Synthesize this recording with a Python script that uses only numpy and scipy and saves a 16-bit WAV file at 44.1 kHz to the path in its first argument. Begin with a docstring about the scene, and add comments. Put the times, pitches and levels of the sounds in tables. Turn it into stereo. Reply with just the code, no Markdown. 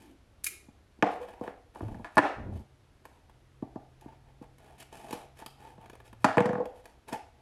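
"""Knife and cardboard box

A folding knife snaps open; a small box is gripped, flipped, dropped on a table, slit, tipped and lifted.
Struck card, table and steel are banks of dying modes plus noise bursts; rubbing and skids are clumped slips.
Gusts, deep bumps, a sliding fuzzy tone, a low hum and still air lie around them as shaped noise and sines.
A small room answers; two close microphone ports pick it all up and a peak limiter tames the loudest knocks."""
import sys
import numpy as np
from scipy import signal
from scipy.fft import rfft, irfft, next_fast_len
from scipy.io import wavfile
from scipy.ndimage import uniform_filter1d, minimum_filter1d

SR = 44100
rng = np.random.default_rng(int(sys.argv[2]) if len(sys.argv) > 2 else 0)


def output_pcm(signal):
    """Save a mono or channel-first signal as 16-bit PCM at the path in sys.argv[1].

    Samples are clipped to [-1, 1] before scaling.
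    """
    pcm = np.clip(np.atleast_2d(signal).T, -1, 1) * 32767
    wavfile.write(sys.argv[1], SR, np.round(pcm).astype(np.int16))


N = 326781
RING_T = np.arange(SR // 5) / SR  # time axis of one hit [s]

# Blows on the box: fingertips land, it is gripped, tilted, turned, dropped; the blade pokes and the seal
# gives; it is tipped up, knocks along its edge and is lifted. Thump to table ring are relative to the level.
# (time [s], level before contact softening [dB], thump [dB], thump pitch [Hz], crack [dB], snap [dB],
#  table ring [dB], bearing [+ left])
KNOCKS = [(0.684, -59.5, 8.5, 243, -37, -28.5, -12, 0.68), (0.988, -62.5, 7.5, 259, -18, 1, -22, -0.87),
          (1.025, -20, -7.5, 241, -3, -19.5, -7.5, -0.67), (1.029, -20.5, -47, 270, -9, -42, -11.5, .9),
          (1.067, -35, -18, 290, -18, -45, -31, 0.28), (1.411, -39, -1, 265, -19, -23, -3, .85),
          (1.478, -39.5, -10, 300, -6, -27, -9.5, 0.8), (1.758, -45.5, -13, 250, -10, -29, -21.5, -0.59),
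          (1.807, -41.5, 0.5, 330, -3, -42, -11, -1), (1.829, -49.5, 10, 306, -9.5, -32, -13, -0.87),
          (1.884, -50, -0.5, 283, -4, -27, -11, -1.1), (1.915, -50.5, 4.5, 302, -13, -30, -12.5, -0.7),
          (1.945, -49, 4.5, 200, -0.5, -12, -11.5, 0.6), (1.995, -51, 7, 208, -14, -22, -12, 0.7),
          (2.0456, -45, -25, 250, 3, -17, -15.5, -0.3), (2.1699, -18.5, -8, 264, -8, -27, -27.5, 0.43),
          (2.1791, -20.5, -7, 420, -1.5, -15, -20.5, 0.31),
          (2.1827, -15.5, -11.5, 436, 0.5, -21.5, -27, 0.023), (2.189, -20, -5, 313, -10, -53, -24, .3),
          (2.229, -35.5, -3, 298.5, -4, -40, -21.5, -0.12), (3.624, -41.5, 8, 265, -9, -18, -37.5, 0.83),
          (3.758, -41.5, 1, 252, -17.5, -21, -19, 0.57), (4.059, -52.5, 6, 280, -30.5, -30.5, -24, 0.43),
          (4.413, -56.5, 14.5, 269, -17, -27, 4.5, 0.39), (5.129, -39, -3.5, 283.6, -6, -20, -3, .5),
          (5.78, -56, 3, 171, -8, -20, -7.5, 0.31), (6.2443, -18, -10, 204, 0, -17.5, -22.5, -0.69),
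          (6.287, -32.5, -14, 210, -4, -44, -13, -0.37), (6.3711, -22, -6, 200, -9.5, -25.5, -15, -0.71),
          (6.381, -28.5, -16, 200, -1, -23, 8, -0.3), (6.394, -40.5, -17, 190, -4, -23, -3, -0.63),
          (6.405, -27, -2, 187, -1, -16, -14, -1.4), (6.456, -33.5, 1, 204, 0, -15, -16, -1.2),
          (6.492, -35.5, 2.5, 201, -0.5, -16, -15, -1), (6.531, -36, 0, 210, -5, -18, -14, -0.24),
          (6.554, -36, -3, 197, -2, -34, -6, -.5), (6.58, -42, -1, 227, -8, -29, -3, -0.46),
          (6.604, -42, -4.5, 228, -12, -25, 4, -0.62), (7.125, -42, 3.5, 257, 0.5, -5, -26, 0.21)]
# Strokes of blade and fingers over the card
# (start [s], swell [s], fade [s], peak box body [dB], peak grit [dB])
STROKES = [(0, 0.0015, 0.17, -63.5, -65), (1.079, 0.035, 0.093, -50, -67), (1.19, 0.029, 0.13, -54, -68),
           (1.269, 0.01, 0.26, -55, -81), (1.409, 0.037, 0.087, -46.5, -70),
           (1.737, 0.017, 0.45, -55.5, -69.5), (2.102, 0.078, .015, -61.5, -66),
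           (2.499, 0.066, 0.077, -60.5, -68.5), (3.04, 0.0073, 0.22, -62.5, -73),
           (4.011, 0.0097, 0.073, -59.5, -78.5), (4.064, 0.023, 0.12, -58.5, -93),
           (4.24, 0.056, 0.033, -63, -91.5), (4.409, 0.015, 0.032, -53, -72),
           (4.573, 0.075, 0.17, -56, -71.5), (4.774, 0.038, 0.028, -58.5, -53.5),
           (4.907, 0.034, 0.094, -48.5, -58.5), (4.97, 0.16, 0.15, -46, -58.5),
           (5.123, 0.0085, 0.023, -46, -48.5), (5.35, 0.057, 0.016, -55.5, -56),
           (5.413, 0.01, 0.017, -44, -71), (5.557, 0.084, 0.14, -51.5, -67),
           (5.799, 0.015, 0.092, -54.5, -77.5), (6.039, 0.02, 0.052, -59.5, -62.5),
           (6.19, 0.054, 0.033, -62, -64.5), (6.741, 0.02, 0.082, -59.5, -69),
           (6.838, 0.0053, 0.13, -58.5, -72), (7.068, 0.022, 0.027, -43.5, -56.5),
           (7.111, 0.023, 0.028, -36.5, -50.5), (7.14, 0.0081, 0.025, -38.5, -63),
           (7.23, 0.056, 0.039, -76, -87), (7.369, 0.0107, 0.1, -67, -92)]
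# The box judders along the table: deeper when pressed harder, duller when slower
# (start [s], length [s], level before band filter and sag [dB], lowest pitch [Hz], highest pitch [Hz])
SKIDS = [(1.189, 0.079, -39, 377, 1500), (1.265, 0.059, -54, 400, 1200), (1.428, 0.076, -45.5, 332, 2500),
         (6.398, 0.169, -30.5, 162, 2000), (6.563, 0.118, -38, 260, 870)]
# Ticks of blade tip and fingernails: (time [s], treble level [dB], box ring over the treble [dB])
TICKS = [(1.155, -74, 20), (1.216, -76, 11), (1.23, -76.5, 25.5), (1.285, -78, 26), (1.882, -72, 10),
         (2.155, -62.5, -2), (3.0533, -63.5, 12), (3.296, -80, 20), (4.0109, -66, -11.5),
         (4.583, -67.5, -1), (4.8013, -63, -7), (4.823, -67.5, 6), (4.928, -62, 3), (5.1086, -52, 5),
         (5.1285, -48.5, 2), (5.462, -49, -1), (5.859, -67.5, 11.5), (5.898, -61, 7), (5.9319, -73, 19.5),
         (5.953, -67.5, 9.5), (6.002, -75.5, 20), (6.129, -68.5, 14.5), (6.6557, -61.5, 11),
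         (6.8558, -60, 4), (7.084, -58, 4)]
# The knife flicks open and locks
# (time [s], level [dB], steel noise t60 [s], handle ring over the level [dB], bearing [+ left])
LATCH = [(0.438, -55.5, 0.047, -8, -2.5), (0.443, -35.5, 0.012, -28.5, -1.5),
         (0.445, -41.5, 0.053, -21.5, -2.5), (0.454, -47, 0.036, -12, -0.5), (0.4648, -35.5, 0.062, -5, -2),
         (0.4683, -40, 0.0084, -4, -2)]
# Gusts as the arm sweeps past the microphone: (start [s], length [s], level before sag [dB])
BUFFETS = [(1.815, 0.29, -43.5), (2.359, 0.31, -39)]
# Deep bumps around the gusts: (start [s], length [s], pitch [Hz], peak [dB])
BUMPS = [(1.821, 0.022, 95, -30.5), (1.84, .055, 105, -31), (1.943, 0.06, 132, -46),
         (2.409, 0.039, 65.3, -44), (2.42, .05, 89.2, -37), (2.51, 0.082, 86.1, -33),
         (2.557, 0.063, 62.3, -39)]
# A fuzzy tone that comes twice: (start [s], length [s], starting pitch [Hz], level [dB])
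TONES = [(0, 0.19, 306.7, -57.5), (0.461, 0.21, 370, -65.5)]
# Course of the low hum, which drops near its end: (time [s], pitch before waver [Hz], level [dB])
HUM = [(2.651, 133, -63.5), (3.1, 129, -75), (3.6, 130.4, -62), (4.9, 134.2, -65.5), (5.599, 133, -64),
       (6.1, 112.2, -61.5), (6.3, 113, -50)]

# Modes of the card walls: (pitch before detuning [Hz], relative level [dB], t60 before damping [s])
BOX_MODES = [(288.5, 0, 0.18), (350, -4, 0.07), (437, -1.5, 0.053), (617.7, 3.5, 0.062),
             (718.3, 9.5, 0.054), (789.4, 4, 0.097), (872, 2.5, 0.065), (980, -1.5, 0.038),
             (1160.5, -2.5, 0.096), (1450, -12, 0.037), (1770, -7.5, 0.044)]
# Modes of the table top: (pitch before detuning [Hz], relative level [dB], t60 before damping [s])
TABLE_MODES = [(194.5, -6, 0.2), (484, 6.5, 0.11), (568, -14, 0.06), (790, -16, 0.065), (880, -5.5, 0.089),
               (1090, -12, 0.16)]
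# Modes of the knife handle: (pitch before detuning [Hz], relative level [dB], t60 [s])
HANDLE_MODES = [(1350, -9, .02), (1700, -9, .02), (2062, -6, .025), (2234, 1, .03), (2412, 0, .03),
                (3133, -12, .02), (4064, -10, .02), (5480, -11, .02)]
# Modes of the blade: (pitch [Hz], relative level [dB], t60 [s])
BLADE_MODES = [(6460, -14, 0.066), (7000, 1.5, 0.08), (7260, -8, 0.11), (8600, -12, .1),
               (10250, -14.5, .12), (10660, -7, 0.15), (10850, 5, 0.1), (11500, -2.5, 0.068),
               (12200, -4, 0.12)]

# Spectrum of rattling card: (frequency [Hz], relative level [dB per Hz])
CLATTER_SPECTRUM = [(60, -22.5), (130, -4.5), (300, 0.5), (520, 2), (820, 7), (1100, -0.5), (1800, -5.5),
                    (3000, -21.5), (5000, -31.5), (8000, -37.5), (11000, -43.5), (13000, -51.5),
                    (16000, -55.5)]
# Spectrum of clacking steel: (frequency [Hz], relative level [dB per Hz])
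STEEL_SPECTRUM = [(600, -72), (1200, -21), (2300, -14.5), (3200, -15.5), (5000, -14), (7000, -8.5),
                  (8000, -11.5), (11000, 0), (12500, -7.5), (15000, -20), (16000, -17)]
# Spectrum of the box body under ticks and strokes: (frequency [Hz], relative level [dB per Hz])
BODY_SPECTRUM = [(80, -24.5), (200, -5), (310, -6), (450, -2.5), (590, -4), (730, 2.5), (900, -4),
                 (1100, -9), (1750, -13), (2700, -17), (6000, -38)]
# Spectrum of the direct scrape: (frequency [Hz], relative level [dB per Hz])
GRIT_SPECTRUM = [(800, 0.5), (1900, 8.5), (2800, 9.5), (3700, 4), (5000, 2), (8000, 0.5), (11000, 3),
                 (12500, 1.5), (14000, -16), (16000, -21.5)]
# Spectrum of the gusts: (frequency [Hz], relative level [dB per Hz])
BUFFET_SPECTRUM = [(12, -52), (20, -6), (76, -3.5), (114, 1), (144, -16), (198, -4.5), (440, -18.5),
                   (585, -18.5), (900, -28), (1170, -33), (1980, -120)]
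# Spectrum of room air shared by both ports: (frequency [Hz], relative level [dB per Hz])
AIR_SPECTRUM = [(12, -33), (20, -3), (65, 6), (113, -2), (177, -10), (319, -8.5), (399, -11.5),
                (718, -15.5), (1060, -18.5), (3440, -26), (8650, -36), (11400, -34.5), (13200, -48),
                (16000, -68)]
# Spectrum of room air that differs between the ports: (frequency [Hz], relative level [dB per Hz])
AIR_SIDE_SPECTRUM = [(20, -45), (60, -27), (187, 1), (700, -0.5), (2700, -8), (11800, -22.5),
                     (13200, -22.5), (14300, -52.5), (16000, -50)]
# Room decay: (frequency [Hz], t60 [s])
ROOM_DECAY = [(200, 0.11), (300, 0.52), (870, 0.43), (2300, 0.46), (6000, 0.44), (12000, 0.31),
              (15000, 0.17)]
# Gain from the sideways row to the port difference: (frequency [Hz], gain [dB])
PORT_WIDTH = [(50, -38), (110, -37.5), (200, -22.5), (380, -10), (700, -8.5), (1290, -0.5), (2380, 1),
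              (4400, 3), (8120, 3), (15000, 3.5)]

THUMP_CYCLES = 5.2  # the air in the box: cycles until a thump has fallen 60 dB
CONTACT_S = 0.00091  # contact time constant of a blow whose thump equals its level
CLATTER_T60_S, CLATTER_S_PER_DB = 0.028, 0.0559  # blows with more crack clatter for longer
CLATTER_DB = -1.5  # clatter over the ring of the walls
STROKE_CURVE = 1.1  # loudness follows stroke speed to this power
HOLLOW_HZ, HOLLOW_DB = 755, -1  # where the hollow box sings, and its level over the body
GRAIN_LOW_HZ, GRAIN_HIGH_HZ = 1000, 3803  # pitch range of snapping fibres
GRAINS_PER_S, GRAIN_DB = 460, -4  # snap rate, and level over the grit
SKID_ATTACK_S, SKID_RELEASE_S, SKID_SAG_DB_PER_S = 0.016, 0.062, 29
BUFFET_ATTACK_S, BUFFET_RELEASE_S, BUFFET_SAG_DB_PER_S = 0.03, 0.13, 11.5
BUFFET_LUMPS_DB = 1.3  # unevenness within a gust
TONE_SLIDE_HZ_PER_S, TONE_ATTACK_S, TONE_RELEASE_S = 120, 0.016, 0.094
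HUM_FADE_S = 0.047
AIR_DB = -61  # shared room air
EDGE_HZ = 15900  # final band limit


def knocks():
    """Card walls ring and clatter; soft blows thump, hard edges crack, and the table top rings along."""
    out = np.zeros((2, N))
    click = unit_hit(colour(signal.unit_impulse(len(RING_T)), CLATTER_SPECTRUM))
    for s, db, thump_db, thump_hz, crack_db, snap_db, table_db, bearing in KNOCKS:
        # clean contact, then the card rattles
        rattle = burst(CLATTER_T60_S + CLATTER_S_PER_DB * crack_db, CLATTER_SPECTRUM)
        clatter = unit_hit(click + rattle)
        walls = ring(BOX_MODES, damping=0.95, detune=.05) + amp(CLATTER_DB) * clatter
        walls = band(band(walls, 380, "highpass", order=2), 1000, "lowpass")
        crack = band(clatter, [1100, 4600], "bandpass", order=2)
        snap = band(clatter, [4400, 12500], "bandpass")
        thump = band(ping(thump_hz, THUMP_CYCLES), [100, 600], "bandpass", order=3)
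        hit = unit_hit(walls) + amp(crack_db) * unit_hit(crack)
        hit += amp(snap_db) * unit_hit(snap) + amp(thump_db) * unit_hit(thump)
        hit += amp(table_db) * ring(TABLE_MODES, detune=0.0059)
        # thumping blows have a longer, softer contact
        press = 1 - np.exp(-RING_T / (CONTACT_S * amp(thump_db)))
        add(out, s, amp(db) * press * hit, bearing)
    return band(out + 1e-12, 120, "highpass")  # too small a box to radiate deep bass


def rubbing():
    """Each stroke speeds up and slows down; the same slips hiss directly and drone in the hollow box."""
    body_gain, grit_gain = np.zeros((2, N))
    for s, swell_s, fade_s, body_db, grit_db in STROKES:
        first = max(round(s * SR), 0)
        at = np.arange(first, min(round((s + swell_s + fade_s) * SR), N))
        speed = np.interp(at / SR - s, [0, swell_s, swell_s + fade_s], [0, 1, 0])
        body_gain[at] += amp(body_db) * speed ** STROKE_CURVE
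        grit_gain[at] += amp(grit_db) * speed ** STROKE_CURVE
    drive = slips(per_s=2000, spread_db=3.2, clump_db=1.8, smooth=.45)
    body = evened(evened(colour(drive, BODY_SPECTRUM)) + amp(HOLLOW_DB) * hollow(drive))
    grit = evened(evened(colour(drive, GRIT_SPECTRUM)) + amp(GRAIN_DB) * grains())
    return np.outer([1, 1.05], body * body_gain) + np.outer([1, 1.1], grit * grit_gain)


def slips(per_s, spread_db, clump_db, smooth):
    """Fibres catch and let go: clumped clicks of uneven size over a smooth hiss."""
    sizes = amp(spread_db * np.minimum(rng.exponential(1, N), 4))
    clicks = rng.standard_normal(N) * (rng.random(N) < per_s / SR) * sizes
    clumps = amp(clump_db * evened(band(rng.standard_normal(N), 79, "lowpass")))
    return evened(clumps * (evened(clicks) + smooth * rng.standard_normal(N)))


def hollow(drive):
    """A broad resonance whose pitch wanders as the hand presses on the box."""
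    hz = HOLLOW_HZ * (1 + 0.05 * evened(band(rng.standard_normal(N), 12, "lowpass")))
    turn = np.exp(2j * np.pi * np.cumsum(hz) / SR)
    # shift the resonance down to 0 Hz, keep what is near it, shift it back
    return evened((turn * band(drive / turn, 175, "lowpass")).real)


def grains(count=14):
    """Single fibres snap, each on one of a set of pitches."""
    snaps = rng.standard_normal((count, N)) * (rng.random((count, N)) < GRAINS_PER_S / count / SR)
    pitches = np.geomspace(GRAIN_LOW_HZ, GRAIN_HIGH_HZ, count)
    return evened(sum(signal.oaconvolve(row, ping(hz, 5))[:N] for row, hz in zip(snaps, pitches)))


def skidding():
    """The bottom edge sticks and slips, shaking the table top and rattling the card."""
    grip = slips(per_s=470, spread_db=2.5, clump_db=3.0, smooth=0.22)
    drive = np.zeros(N)
    for s, length, db, low_hz, top_hz in SKIDS:
        gain = amp(db) * swell(s, length, SKID_ATTACK_S, SKID_RELEASE_S, SKID_SAG_DB_PER_S)
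        drive += band(grip * gain + 1e-12, [low_hz, top_hz], "bandpass", order=3)
    answer = ring(TABLE_MODES, damping=1.24) + amp(-5.0) * burst(0.0051, CLATTER_SPECTRUM)
    return np.outer([1, -.6], signal.oaconvolve(drive, answer / np.linalg.norm(answer))[:N])


def ticks():
    """A sharp point catches on the card, which answers with a short ring."""
    out = np.zeros((2, N))
    for s, db, ring_db in TICKS:
        tick = burst(.02, GRIT_SPECTRUM) + amp(ring_db) * burst(.03, BODY_SPECTRUM)
        add(out, s, amp(db) * tick, 1.1)
    return out


def knife():
    """The blade leaves its catch and slams into the lock; blade and handle ring."""
    out = np.zeros((2, N))
    for s, db, t60, handle_db, bearing in LATCH:
        clack = burst(t60, STEEL_SPECTRUM) + amp(-10.5) * ring(BLADE_MODES)
        clack += amp(handle_db) * ring(HANDLE_MODES, detune=0.068)
        add(out, s, amp(db) * band(clack, 870, "highpass"), bearing)
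    return out


def near_echo(x, early_db, early_t60):
    """Table, hands and camera answer at once: dense echoes that die fast."""
    decay = amp(-60 * RING_T / early_t60) * (RING_T > .001)
    return echoed(x, reflections()[:, :len(RING_T)] * decay, early_db)


def room(sides, wet_db):
    """Each side of the box sends its own sound to the walls; the tails blend and die band by band."""
    out = np.zeros((2, N))
    for x in sides:
        hz, t, z = signal.stft(reflections(), SR, nperseg=256)
        decay = amp(-60 * t / read(ROOM_DECAY, hz)[:, None])
        tail = signal.istft(z * decay, SR, nperseg=256)[1][:, :SR]
        build_up = np.clip(np.arange(SR) / SR / 0.017, 0, 1) ** 2
        tail = band(tail, 210, "highpass", order=3) * build_up
        out += echoed(x, tail, wet_db)
    return out / np.sqrt(len(sides))


def reflections():
    """Sparse echoes of random size over one second."""
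    return rng.standard_normal((2, SR)) * (rng.random((2, SR)) < 4000 / SR)


def echoed(x, response, db):
    """Plays a sound through a response of the given level."""
    response = amp(db) * response / np.linalg.norm(response, axis=1, keepdims=True)
    return signal.oaconvolve(x[None], response, axes=1)[:, :N]


def buffeting():
    """Lumpy low rumble of moving air right at the microphone."""
    gusts = np.zeros(N)
    for s, length, db in BUFFETS:
        gusts += amp(db) * swell(s, length, BUFFET_ATTACK_S, BUFFET_RELEASE_S, BUFFET_SAG_DB_PER_S)
    lumps = amp(BUFFET_LUMPS_DB * evened(band(rng.standard_normal(N), 30, "lowpass")))
    rumble = evened(lumps * colour(rng.standard_normal(N), BUFFET_SPECTRUM))
    return np.outer([1, .3], gusts * rumble)


def bumps():
    """Soft, deep pushes of air, a few cycles long."""
    t = np.arange(N) / SR
    out = np.zeros(N)
    for s, length, hz, db in BUMPS:
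        push = np.sin(2 * np.pi * (hz * t + rng.random()))
        out += amp(db) * swell(s, length, length / 2, length / 2) * push
    return np.outer([1, 0], out)


def drifting_tone():
    """A narrow band of noise that slides down in pitch."""
    fuzz = band(rng.standard_normal(N) + 1j * rng.standard_normal(N), 74, "lowpass")
    out = np.zeros(N)
    for s, length, hz, db in TONES:
        slide = TONE_SLIDE_HZ_PER_S * np.clip(np.arange(N) / SR - s, 0, length)
        turns = np.cumsum(hz - slide) / SR
        tone = evened((fuzz * np.exp(2j * np.pi * turns)).real)
        out += amp(db) * swell(s, length, TONE_ATTACK_S, TONE_RELEASE_S) * tone
    return np.outer([1, .3], out)


def hum():
    """A faint low sine whose pitch wavers at random."""
    s, hz, db = np.transpose(HUM)
    t = np.arange(N) / SR
    waver = 1 + 0.012 * evened(band(rng.standard_normal(N), 8.5, "lowpass"))
    turns = np.cumsum(np.interp(t, s, hz) * waver) / SR
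    fade = swell(s[0] - HUM_FADE_S, s[-1] - s[0] + 2 * HUM_FADE_S, HUM_FADE_S, HUM_FADE_S)
    return np.outer([1, 0], amp(np.interp(t, s, db)) * fade * evened(np.sin(2 * np.pi * turns)))


def background(side_db):
    """Still room air: deep bass is shared by both ports, the part that differs lies higher."""
    shared = amp(AIR_DB) * evened(colour(rng.standard_normal(N), AIR_SPECTRUM))
    apart = amp(side_db) * evened(colour(rng.standard_normal(N), AIR_SIDE_SPECTRUM))
    return np.array([shared + apart, shared - apart])


def amp(db):
    """Decibels to gain."""
    return 10 ** (np.asarray(db) / 20)


def evened(x):
    """Scales to rms 1."""
    return x / np.sqrt(np.mean(x ** 2) + 1e-20)


def unit_hit(x):
    """Scales a hit to the energy of 15 ms at rms 1."""
    return x / np.sqrt(np.sum(x ** 2) / (.015 * SR) + 1e-20)


def read(points, hz):
    """Reads a spectrum on a log-frequency axis."""
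    f, value = np.transpose(points)
    return np.interp(np.log(hz + 1), np.log(f + 1), value)


def colour(x, spectrum):
    """Causal (minimum-phase) filter with the given spectrum, so attacks stay sharp."""
    n = 2 * next_fast_len(len(x))
    log_gain = np.log(amp(read(spectrum, abs(np.fft.fftfreq(n, 1 / SR)))))
    response = np.exp(np.conj(signal.hilbert(log_gain)))[:n // 2 + 1]
    return irfft(rfft(x, n) * response, n)[:len(x)]


def band(x, hz, kind, order=4):
    """Causal band filter."""
    return signal.sosfilt(signal.butter(order, hz, kind, fs=SR, output="sos"), x)


def ring(modes, damping=1, detune=0):
    """Dying modes; each strike meets them with other signs and may shift their pitch."""
    out = np.zeros(len(RING_T))
    for hz, db, t60 in modes:
        decay = rng.choice([-1, 1]) * amp(db - 60 * damping * RING_T / t60)
        pitch = hz * (1 + detune * rng.uniform(-1, 1))
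        out += decay * np.sin(2 * np.pi * pitch * RING_T)
    return unit_hit(out)


def burst(t60, spectrum):
    """Crowded modes too close to tell apart: dying noise, with a t60 of at least 2 ms."""
    noise = rng.standard_normal(len(RING_T)) * amp(-60 * RING_T / max(t60, .002))
    return unit_hit(colour(noise, spectrum))


def ping(hz, cycles):
    """One pitch that falls 60 dB within the given number of cycles."""
    return unit_hit(np.sin(2 * np.pi * hz * RING_T) * amp(-60 * hz * RING_T / cycles))


def swell(start, length, attack, release, sag_db_per_s=0):
    """Gain over time: attack, a hold that may sag, release."""
    t = np.clip(np.arange(N) / SR - start, 0, length)
    return np.clip(np.minimum(t / attack, (length - t) / release), 0, 1) * amp(-sag_db_per_s * t)


def add(mix, s, sound, bearing):
    """Adds a sound to the pressure row and, by its bearing, to the sideways row."""
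    part = mix[:, round(s * SR):][:, :len(sound)]
    part += np.outer([1, bearing], sound[:part.shape[1]])


def scene():
    """Sums pressure and sideways rows; the ports turn the sideways one into a phase difference."""
    handling = ticks() + knife() + rubbing() + skidding()
    front, left, right = knocks(), knocks(), knocks()  # each side of the box rings a little differently
    direct = front + handling
    echo = near_echo(direct[0], early_db=-2.0, early_t60=0.032)
    echo += room([face[0] + handling[0] for face in (front, left, right)], wet_db=-8.5)
    mid, sideways = direct + echo + buffeting() + bumps() + drifting_tone() + hum()
    # a quarter-turn of phase, mostly stronger with pitch
    side = irfft(1j * rfft(sideways) * amp(read(PORT_WIDTH, np.fft.rfftfreq(N, 1 / SR))), N)
    ports = np.array([mid + side, mid - side]) + background(side_db=-64)
    return ports * amp([[-.3], [.3]])  # the right port is slightly louder


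def record(dry):
    """A peak limiter ducks the loudest knocks, holds a moment and recovers quickly; then the band limit."""
    over_db = np.maximum(20 * np.log10(abs(dry).max(0) + 1e-9) + 4.6, 0)  # above -4.6 dB full scale
    held_db = -minimum_filter1d(-over_db, size=1201, origin=570)  # hold about 27 ms, in samples
    recovery = np.arange(N) / SR * 200  # dB a second
    duck_db = uniform_filter1d(np.maximum.accumulate(held_db + recovery) - recovery, size=41)
    lowpass = signal.firwin(301, EDGE_HZ, window=("kaiser", 9), fs=SR)
    return signal.oaconvolve(dry * amp(-duck_db), lowpass[None], "same")


dry = scene()
out = record(dry)
output_pcm(out)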